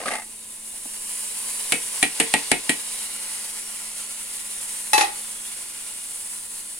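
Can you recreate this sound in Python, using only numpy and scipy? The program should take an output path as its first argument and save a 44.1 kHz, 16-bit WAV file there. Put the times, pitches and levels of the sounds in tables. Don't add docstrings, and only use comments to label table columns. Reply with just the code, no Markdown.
import sys
import numpy as np
from scipy import signal
from scipy.fft import rfft, irfft
from scipy.io import wavfile
from scipy.ndimage import uniform_filter1d

SR = 44100
rng = np.random.default_rng(int(sys.argv[2]) if len(sys.argv) > 2 else 0)


def wrap_up_sound(samples):
    columns = np.atleast_2d(samples).T
    tamed = np.clip(columns, -1, 1)
    steps = np.round(tamed * 32767).astype(np.int16)
    wavfile.write(sys.argv[1], SR, steps)


N = 299433

# time_s, fizz_db, fry_db
FRYING_LEVELS = [(0.0, -42, -47), (0.21, -40.5, -51), (0.49, -41, -52), (0.77, -36.5, -48.5),
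                 (1.08, -33, -44), (1.57, -31, -40.5), (1.89, -31.5, -39.5), (2.4, -30, -34.5),
                 (2.93, -33, -40.5), (3.82, -35.5, -43.5), (4.8, -33.5, -43.5), (5.75, -37, -45),
                 (6.17, -34.5, -46), (6.79, -37, -48.5)]
# freq_hz, density_db (per Hz)
FIZZ_SPECTRUM = [(3000, -40), (6000, -20), (7200, -8.5), (8300, -2.3), (9500, 0), (10200, -.8),
                 (11000, -8.5), (12200, -15.5), (14000, -19), (16000, -20.5)]
# freq_hz, density_db (per Hz)
FRY_SPECTRUM = [(150, -27), (350, -13), (700, -7), (1300, -5), (2200, 0), (3200, -0.5), (4500, 0.5),
                (6000, 0), (9000, -2.5), (15000, -57)]


def sizzle(fizz_trim_db=2.2, fry_trim_db=4.5, flutter_db=0.9, right_lean_db=0.46):
    t = np.arange(N) / SR
    fine = colour(bubbles(per_s=5000, spread_db=2.0, wash=1.24), FIZZ_SPECTRUM)
    coarse = colour(bubbles(per_s=2200, spread_db=1.6, wash=1.1), FRY_SPECTRUM)
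    fizz = pot_air(fine, ripple_db=1.1) * amp(curve(FRYING_LEVELS, t) + fizz_trim_db)
    fry = pot_air(coarse, ripple_db=2.65) * amp(curve(FRYING_LEVELS, t, axis=2) + fry_trim_db)
    leaning_fizz = fizz * amp([[-right_lean_db], [right_lean_db]])
    return (leaning_fizz + fry) * amp(flutter_db * wander(top_hz=22.5))


def bubbles(per_s, spread_db, wash):
    size = amp(spread_db * np.minimum(rng.exponential(1, (2, N)), 5))
    sign = rng.choice([-1, 1], (2, N))
    bursts = rng.random((2, N)) < per_s / SR
    return unit(size * sign * bursts) + wash * rng.standard_normal((2, N))


# freq_hz, width_hz, covered_lift_db, open_lift_db
POT_AIR_MODES = [(422, 27, 13.5, 8.5), (537, 60, 8, 5), (880, 38, 8.5, 8.5), (1024, 100, 8, 5),
                 (1402, 90, -2, 6.5), (2060, 330, 1, 2), (2870, 120, 4, 3.5)]
# time_s, covered_share (0-1)
PLATE_COVER = [(1.8, 1), (2.8, 1), (3.1, 0.18)]


def pot_air(x, ripple_db=1.3, twist_rad=0.37):
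    hz, t, z = signal.stft(x, SR, nperseg=2048)
    cover = np.clip(curve(PLATE_COVER, t), 0, 1)
    lift_db = 0
    for centre_hz, width_hz, covered_db, open_db in POT_AIR_MODES:
        peak_db = cover * covered_db + (1 - cover) * open_db
        lift_db = lift_db + peak_db / (1 + (2 * (hz[:, None] - centre_hz) / width_hz) ** 2)
    drift = uniform_filter1d(rng.standard_normal((2, *z.shape)), size=5, axis=2)
    ripple, swirl = unit(uniform_filter1d(drift, size=14, axis=3))
    crowded = np.interp(hz, [0, 3000, 6500, 8500], [0, 1, 1, .5])[:, None]
    z = z * amp(lift_db + ripple_db * crowded * ripple) * np.exp(1j * twist_rad * crowded * swirl)
    return unit(signal.istft(z, SR, nperseg=2048)[1][:, :N])


# time_s, level_db, slap_t60_s, thud_hz
PLOPS = [(.001, -8.5, 0.043, 610), (.0135, -9, .025, 484), (.034, -8.5, .03, 690), (.054, -10, .04, 550),
         (.058, 0.5, 0.12, 1250), (.074, -2, 0.038, 617), (.081, 1, 0.022, 1600), (.086, -1.5, 0.016, 1167),
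         (.112, 0.5, 0.13, 720), (.133, -1, 0.08, 682), (.153, -2, 0.02, 794), (.165, -9, 0.021, 780),
         (0.218, -13.5, 0.066, 844)]
# freq_hz, density_db (per Hz)
SLAP_SPECTRUM = [(140, -19), (240, 1.5), (370, -7), (530, 1.5), (750, 1), (1020, -8.5), (1220, 2.5),
                 (1410, -8.5), (1590, -1), (1900, -2.5), (3400, -10.5), (7000, -16.5), (9400, -3.5),
                 (12000, -27), (16000, -36)]
# freq_hz, level_db, t60_s
POT_WALL_MODES = [(744, -6.5, 0.088), (864, -10, 0.23), (1920, -4.5, 0.12), (2080, -0.5, 0.083),
                  (2660, -7.5, 0.084)]
WALL_S, WALL_SPREAD_S = 0.094, .012
WALL_DB, HEAP_DB = 4, -7
SLAP_BASS_DB, BASS_DB_PER_S = 1.5, -33
SLAP_TREBLE_DB, TREBLE_DB_PER_S = -6, 48


def tomatoes(slap_db=-43, thud_db=-23.0, ring_db=-30):
    out = np.zeros((2, N))
    for s, db, t60, hz in PLOPS + scraps(count=8):
        bass_db = SLAP_BASS_DB + BASS_DB_PER_S * s
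        treble_db = SLAP_TREBLE_DB + TREBLE_DB_PER_S * s
        on_wall = (1 + np.tanh((s - WALL_S) / WALL_SPREAD_S)) / 2
        wall_db = HEAP_DB + (WALL_DB - HEAP_DB) * on_wall
        slap = blow(SLAP_SPECTRUM, bass_db, treble_db, t60, slope=0, rise_s=.0016,
                    room_db=-20, room_t60=.2, direct=1)
        thud = ring([(hz, 0, .055)], scatter_db=0, detune=.005, rise_s=.002, echo=.3)
        wall = ring(POT_WALL_MODES, scatter_db=0.5, detune=0.0214, rise_s=0.0011, echo=0.86)
        piece = amp(slap_db) * slap + amp(thud_db) * thud + amp(ring_db + wall_db) * wall
        add(out, s, amp(db) * piece)
    return out


POUR_S, POUR_WIDTH_S = .105, .075
SCRAP_DB = -5


def scraps(count):
    place = 3 * ((np.arange(count) + rng.random(count)) / count - .5)
    level_db = SCRAP_DB - 10 * np.log10(np.e) * place ** 2
    thud_hz = rng.uniform(478, 1308, count)
    return list(zip(POUR_S + POUR_WIDTH_S * place, level_db, np.full(count, .03), thud_hz))


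def splash(hiss_db=-39):
    swell = np.exp(-((np.arange(N) / SR - POUR_S) / POUR_WIDTH_S) ** 2)
    hiss = colour(bubbles(per_s=1400, spread_db=3.5, wash=0.41), FRY_SPECTRUM)
    return amp(hiss_db) * swell * hiss


# time_s, level_db
BUMPS = [(.737, -66.5), (.853, -63)]
# freq_hz, density_db (per Hz)
BUMP_SPECTRUM = [(100, -21), (238, 4), (427, -4), (800, -1), (1560, -19), (6000, -45)]


def bumps():
    out = np.zeros((2, N))
    for s, db in BUMPS:
        bump = blow(BUMP_SPECTRUM, bass_db=3.0, treble_db=0, t60=0.072, slope=0, rise_s=0.0012,
                    room_db=-18, room_t60=.2, direct=0.81)
        add(out, s, amp(db) * bump)
    return out


# time_s, level_db, bass_db, click_db, stove_thump_db, low_hz, low_change_db, high_hz, high_change_db
RAPS = [(1.7207, -4, -1, 3, -4, 500, 9, 2243, 12.5), (2.027, 0.5, -2.5, 3, 0, 754, 18, 2370, 6.5),
        (2.1995, 0, -2.5, 7, -8, 452, 12, 2567, -5), (2.3378, 0.5, 0.5, -8, 4, 864, 9.5, 2567, 2),
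        (2.5153, 3, 1.5, -7, 9, 390, 9, 2167, 3), (2.6928, -3, -1, 4, -3, 390, -18, 1915, 2)]
# freq_hz, density_db (per Hz)
RAP_SPECTRUM = [(80, -19.5), (160, -8), (280, 5), (540, -8), (730, 0), (1020, -14.5), (1550, -10),
                (1880, 1.5), (2250, -1.5), (2900, -2), (3600, -7), (6500, -18.5), (9300, -2.5),
                (12000, -25.5), (16000, -41)]
# freq_hz, level_db, t60_s
RIM_MODES = [(165, -9, .2), (245, 0, .1), (288, 3, .15), (387, -7, .19), (452, -4, .19), (495, -11, .18),
             (730, 0, .07), (781, -9, .14), (856, -4, .14), (885, -6, .2), (1382, -12, .25),
             (1915, 11, .065), (2167, 2, .13), (2243, -1, .15), (2370, 4.5, .13), (2567, 1.5, .17),
             (2920, 2, .12)]
THUMP_HZ = 33


def raps(knock_db=-24.0, ring_db=-23.0, bass_db=-2, thump_db=-45.0, thump_t60=0.4, right_lean_db=0.0):
    out, t = np.zeros((2, N)), np.arange(SR // 2) / SR
    thump = np.sin(2 * np.pi * THUMP_HZ * t) * amp(thump_db - 60 * t / thump_t60)
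    for s, db, body_db, click_db, stove_db, low_hz, low_db, high_hz, high_db in RAPS:
        knock = blow(RAP_SPECTRUM, bass_db + body_db, 0, t60=0.05, slope=0.3, rise_s=0.0013,
                     room_db=-19, room_t60=0.26, direct=0.93, side=-.5)
        modes = []
        for hz, mode_db, t60 in RIM_MODES:
            contact_db = low_db * near(hz, low_hz) + high_db * near(hz, high_hz)
            modes.append((hz, mode_db + body_db * (hz < 1000) + contact_db, t60))
        metal = ring(modes, scatter_db=1, detune=0.002, rise_s=0.003, echo=0.3)
        rap = amp(db) * (amp(knock_db) * knock + amp(ring_db) * metal)
        add(out, s, rap + amp(click_db) * click() + amp(stove_db) * thump)
    return walls(out, wet_db=-9.5, t60=0.17) * amp([[-right_lean_db], [right_lean_db]])


CONTACT_WIDTH_HZ = 46


def near(hz, contact_hz):
    return np.exp(-((hz - contact_hz) / CONTACT_WIDTH_HZ) ** 2)


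# time_s, knock_db, treble_db, click_db, ring_db, shimmer_db
ROCKS = [(4.932, 1.5, 0.5, 4, 0, 0), (4.978, 3.5, -4.5, -10, -5.5, -2.5), (5.0085, 1, -13.5, -18, -6, -3.5),
         (5.029, -11, -10, -26, -7, -15)]
# freq_hz, density_db (per Hz)
CLANK_SPECTRUM = [(100, -24), (250, -14), (325, 5), (430, 2.5), (500, 1), (840, -1.5), (1280, 5),
                  (1550, -5.5), (1920, 8), (2200, 4.5), (3000, -0.5), (4000, 6.5), (6600, -9), (9500, -3),
                  (12000, -4), (16000, -38)]
# freq_hz, level_db, t60_s, left_lead_rad
PLATE_MODES = [(790, -8, 0.25, -0.88), (822, -13, .2, -1.3), (852, 3, 0.25, -1.65), (1081, -17, .35, -2),
               (1186, -19, 0.33, -1.8), (1705, -18, .2, 2), (1917, -8, 0.26, 2.6), (1990, -13, .26, 2.6),
               (2505, -14, .2, .7), (2626, -3.5, 0.22, 0.74), (4030, -12.5, 0.25, -1.3),
               (4667, -18, .25, .5), (5140, -16, .28, 1.6)]
# freq_hz, density_db (per Hz)
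SHIMMER_SPECTRUM = [(1200, -27), (2000, -16), (3000, -12), (4000, -15), (5700, -7), (7400, -10),
                    (8300, -19), (9400, -3), (10500, -11), (15000, -44)]
REST_S, CHOKE_T60_S = 5.044, 0.087
SETTLE_SAG = 0.046


def clanks(knock_db=-29.5, ring_db=-7, shimmer_db=-29, left_lean_db=1):
    out, t = np.zeros((2, N)), np.arange(SR // 2) / SR
    land_s, lowest_hz = ROCKS[0][0], PLATE_MODES[0][0]
    ends = [row[0] for row in ROCKS[1:]] + [REST_S]
    for (s, db, treble_db, click_db, tone_db, crowd_db), until in zip(ROCKS, ends):
        knock = blow(CLANK_SPECTRUM, 0, treble_db, t60=.04, slope=0, rise_s=.0014,
                     room_db=-12, room_t60=.28, direct=.7)
        shimmer = blow(SHIMMER_SPECTRUM, 0, 0, t60=.2, slope=0, rise_s=.002,
                       room_db=-20, room_t60=.24, direct=.7)
        pitch = 1 - SETTLE_SAG * ((s - land_s) / (REST_S - land_s)) ** 2
        modes = []
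        for hz, mode_db, t60, lead in PLATE_MODES:
            tilt_db = treble_db * np.log10(hz / lowest_hz)
            modes.append((hz * pitch, mode_db + tilt_db, t60, lead))
        tones = ring(modes, scatter_db=.3, detune=0.002, rise_s=0.003, echo=0.28)
        tones = amp(ring_db + tone_db) * tones * amp([[left_lean_db], [-left_lean_db]])
        metal = tones + amp(shimmer_db + crowd_db) * shimmer
        choke_db = -60 * np.maximum(s + t - until, 0) / CHOKE_T60_S
        add(out, s, amp(knock_db + db) * knock + amp(click_db) * click() + amp(choke_db) * metal)
    return walls(out, wet_db=-9.5, t60=0.27)


# freq_hz, density_db (per Hz)
CLICK_SPECTRUM = [(1000, -9), (3500, -11), (6500, -6.5), (9500, 9), (12000, -11), (15000, -19.5)]


def click(click_db=-37.0, t60=0.0033, rise_s=0.0024):
    return amp(click_db) * blow(CLICK_SPECTRUM, 0, 0, t60, slope=0, rise_s=rise_s,
                                room_db=-29, room_t60=0.19, direct=1.0)


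def blow(spectrum, bass_db, treble_db, t60, slope, rise_s, room_db, room_t60, direct, side=1):
    t, hz = np.arange(SR // 2) / SR, np.fft.rfftfreq(SR // 2, 1 / SR)
    white = np.exp(2j * np.pi * rng.random((2, len(hz))))
    z = ports(*white, hz, direct, side)
    centres, out = np.geomspace(100, 14000, 9), 0
    for centre_hz, pick in zip(centres, np.eye(len(centres))):
        khz = centre_hz / 1000
        fall = amp(-60 * t / (t60 * khz ** -slope))
        tail = amp(room_db - 60 * t / room_t60)
        onset = 1 - np.exp(-(t * khz ** 0.19 / rise_s) ** 2)
        band = np.interp(np.log(hz + 1), np.log(centres), pick)
        out = out + irfft(z * band) * unit((fall + tail) * onset)
    gain = amp(read(spectrum, hz))
    tilt_db = read([(500, bass_db), (1500, 0), (3000, 0), (8000, treble_db)], hz)
    log_gain = np.log(unit(gain) * amp(tilt_db))
    mirrored = np.r_[log_gain, log_gain[-2:0:-1]]
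    causal = np.exp(np.conj(signal.hilbert(mirrored)))[:len(hz)]
    return irfft(rfft(unit(out)) * causal)


def ring(modes, scatter_db, detune, rise_s, echo):
    t, out = np.arange(SR // 2) / SR, 0
    knots = np.linspace(0, .5, num=50)
    for hz, db, t60, *lead in modes:
        size, bend, phase, side = rng.standard_normal(4)
        apart = lead[0] if lead else side * 2 * (1 - read(PORTS, hz))
        angle = 2 * np.pi * (hz * (1 + detune * bend) * t + phase) - np.array([[0], [apart]])
        turns = np.exp(2j * np.pi * rng.random((2, len(knots))))
        echoes = np.array([np.interp(t, knots, row) for row in turns])
        build_up = 1 - np.exp(-t / 0.012)
        wave = np.exp(1j * angle) * (1 + echo * build_up * echoes)
        out = out + amp(db + scatter_db * size - 60 * t / t60) * wave.imag
    return out * (1 - np.exp(-t / rise_s))


def walls(x, wet_db, t60, first_s=0.0081):
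    t = np.arange(SR // 2) / SR
    sign = rng.choice([-1, 1], (2, len(t)))
    taps = sign * (rng.random((2, len(t))) < 2000 / SR)
    taps = taps * (t > first_s) * amp(-60 * t / t60)
    taps = taps / np.linalg.norm(taps, axis=1, keepdims=True)
    return x + amp(wet_db) * signal.oaconvolve(x, taps, axes=1)[:, :N]


# freq_hz, density_db (per Hz)
ROOM_SPECTRUM = [(20, 5), (45, -7), (70, -8.5), (98, -2.5), (135, -13), (215, -4.5), (300, -6),
                 (700, -13.5), (2000, -29)]
HUM_HZ, HUM_DB = 218, -60.5
TURN_AWAY_S, TURN_DB_PER_S = 5, 2.5


def kitchen(floor_db=-56.5, waver_db=1.0):
    t = np.arange(N) / SR
    room = colour(rng.standard_normal((2, N)), ROOM_SPECTRUM)
    turn_db = -TURN_DB_PER_S * np.maximum(t - TURN_AWAY_S, 0)
    hum_db = HUM_DB + turn_db + waver_db * wander(top_hz=1.2)
    hum = unit(np.sin(2 * np.pi * HUM_HZ * t))
    return amp(floor_db) * room + amp(hum_db) * hum


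def wander(top_hz):
    hz = np.fft.rfftfreq(N, 1 / SR)
    return unit(irfft(rfft(rng.standard_normal(N)) * np.exp(-(hz / top_hz) ** 2), N))


def colour(x, spectrum):
    hz = np.fft.rfftfreq(x.shape[1], 1 / SR)
    return unit(irfft(ports(*rfft(x), hz) * amp(read(spectrum, hz)), x.shape[1]))


# freq_hz, likeness (0-1), left_lead_rad
PORTS = [(30, .55, 0), (250, .88, .2), (825, .72, .2), (1600, .45, 1.05), (3000, .36, 1), (5500, .45, 2),
         (7000, .68, .3), (9000, .87, .4), (11500, .6, .6), (16000, .4, 0)]


def ports(a, b, hz, direct=1, side=1):
    same = np.clip(direct * read(PORTS, hz), 0, 1)
    lag = np.exp(-1j * side * read(PORTS, hz, axis=2))
    return np.array([a, (same * a + np.sqrt(1 - same ** 2) * b) * lag])


def amp(db):
    return 10 ** (np.asarray(db) / 20)


def unit(x):
    return x / np.sqrt(np.mean(x ** 2) + 1e-20)


def read(points, hz, axis=1):
    table = np.array(points, float)
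    return np.interp(np.log(hz + 1), np.log(table[:, 0] + 1), table[:, axis])


def curve(rows, t, axis=1):
    table = np.array(rows, float)
    return np.interp(t, table[:, 0], table[:, axis])


def add(mix, s, sound):
    part = mix[:, max(round(s * SR), 0):][:, :sound.shape[1]]
    part += sound[:, :part.shape[1]]


def scene():
    return sizzle() + tomatoes() + splash() + bumps() + raps() + clanks() + kitchen()


EDGE_HZ = 16000


def record(dry, limit_db=-6, detector_fall_db_per_s=40):
    peak_db = 20 * np.log10(abs(dry).max(0) + 1e-9)
    fall_db = np.arange(N) / SR * detector_fall_db_per_s
    held_db = np.maximum.accumulate(peak_db + fall_db) - fall_db
    over_db = np.maximum(held_db - limit_db, 0)
    ducked = dry * amp(-.5 * uniform_filter1d(over_db, size=90))
    low_pass = signal.firwin(511, EDGE_HZ, window=("kaiser", 9), fs=SR)
    return signal.oaconvolve(np.clip(ducked, -1, 1), low_pass[None], "same")


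dry = scene()
out = record(dry)
wrap_up_sound(out)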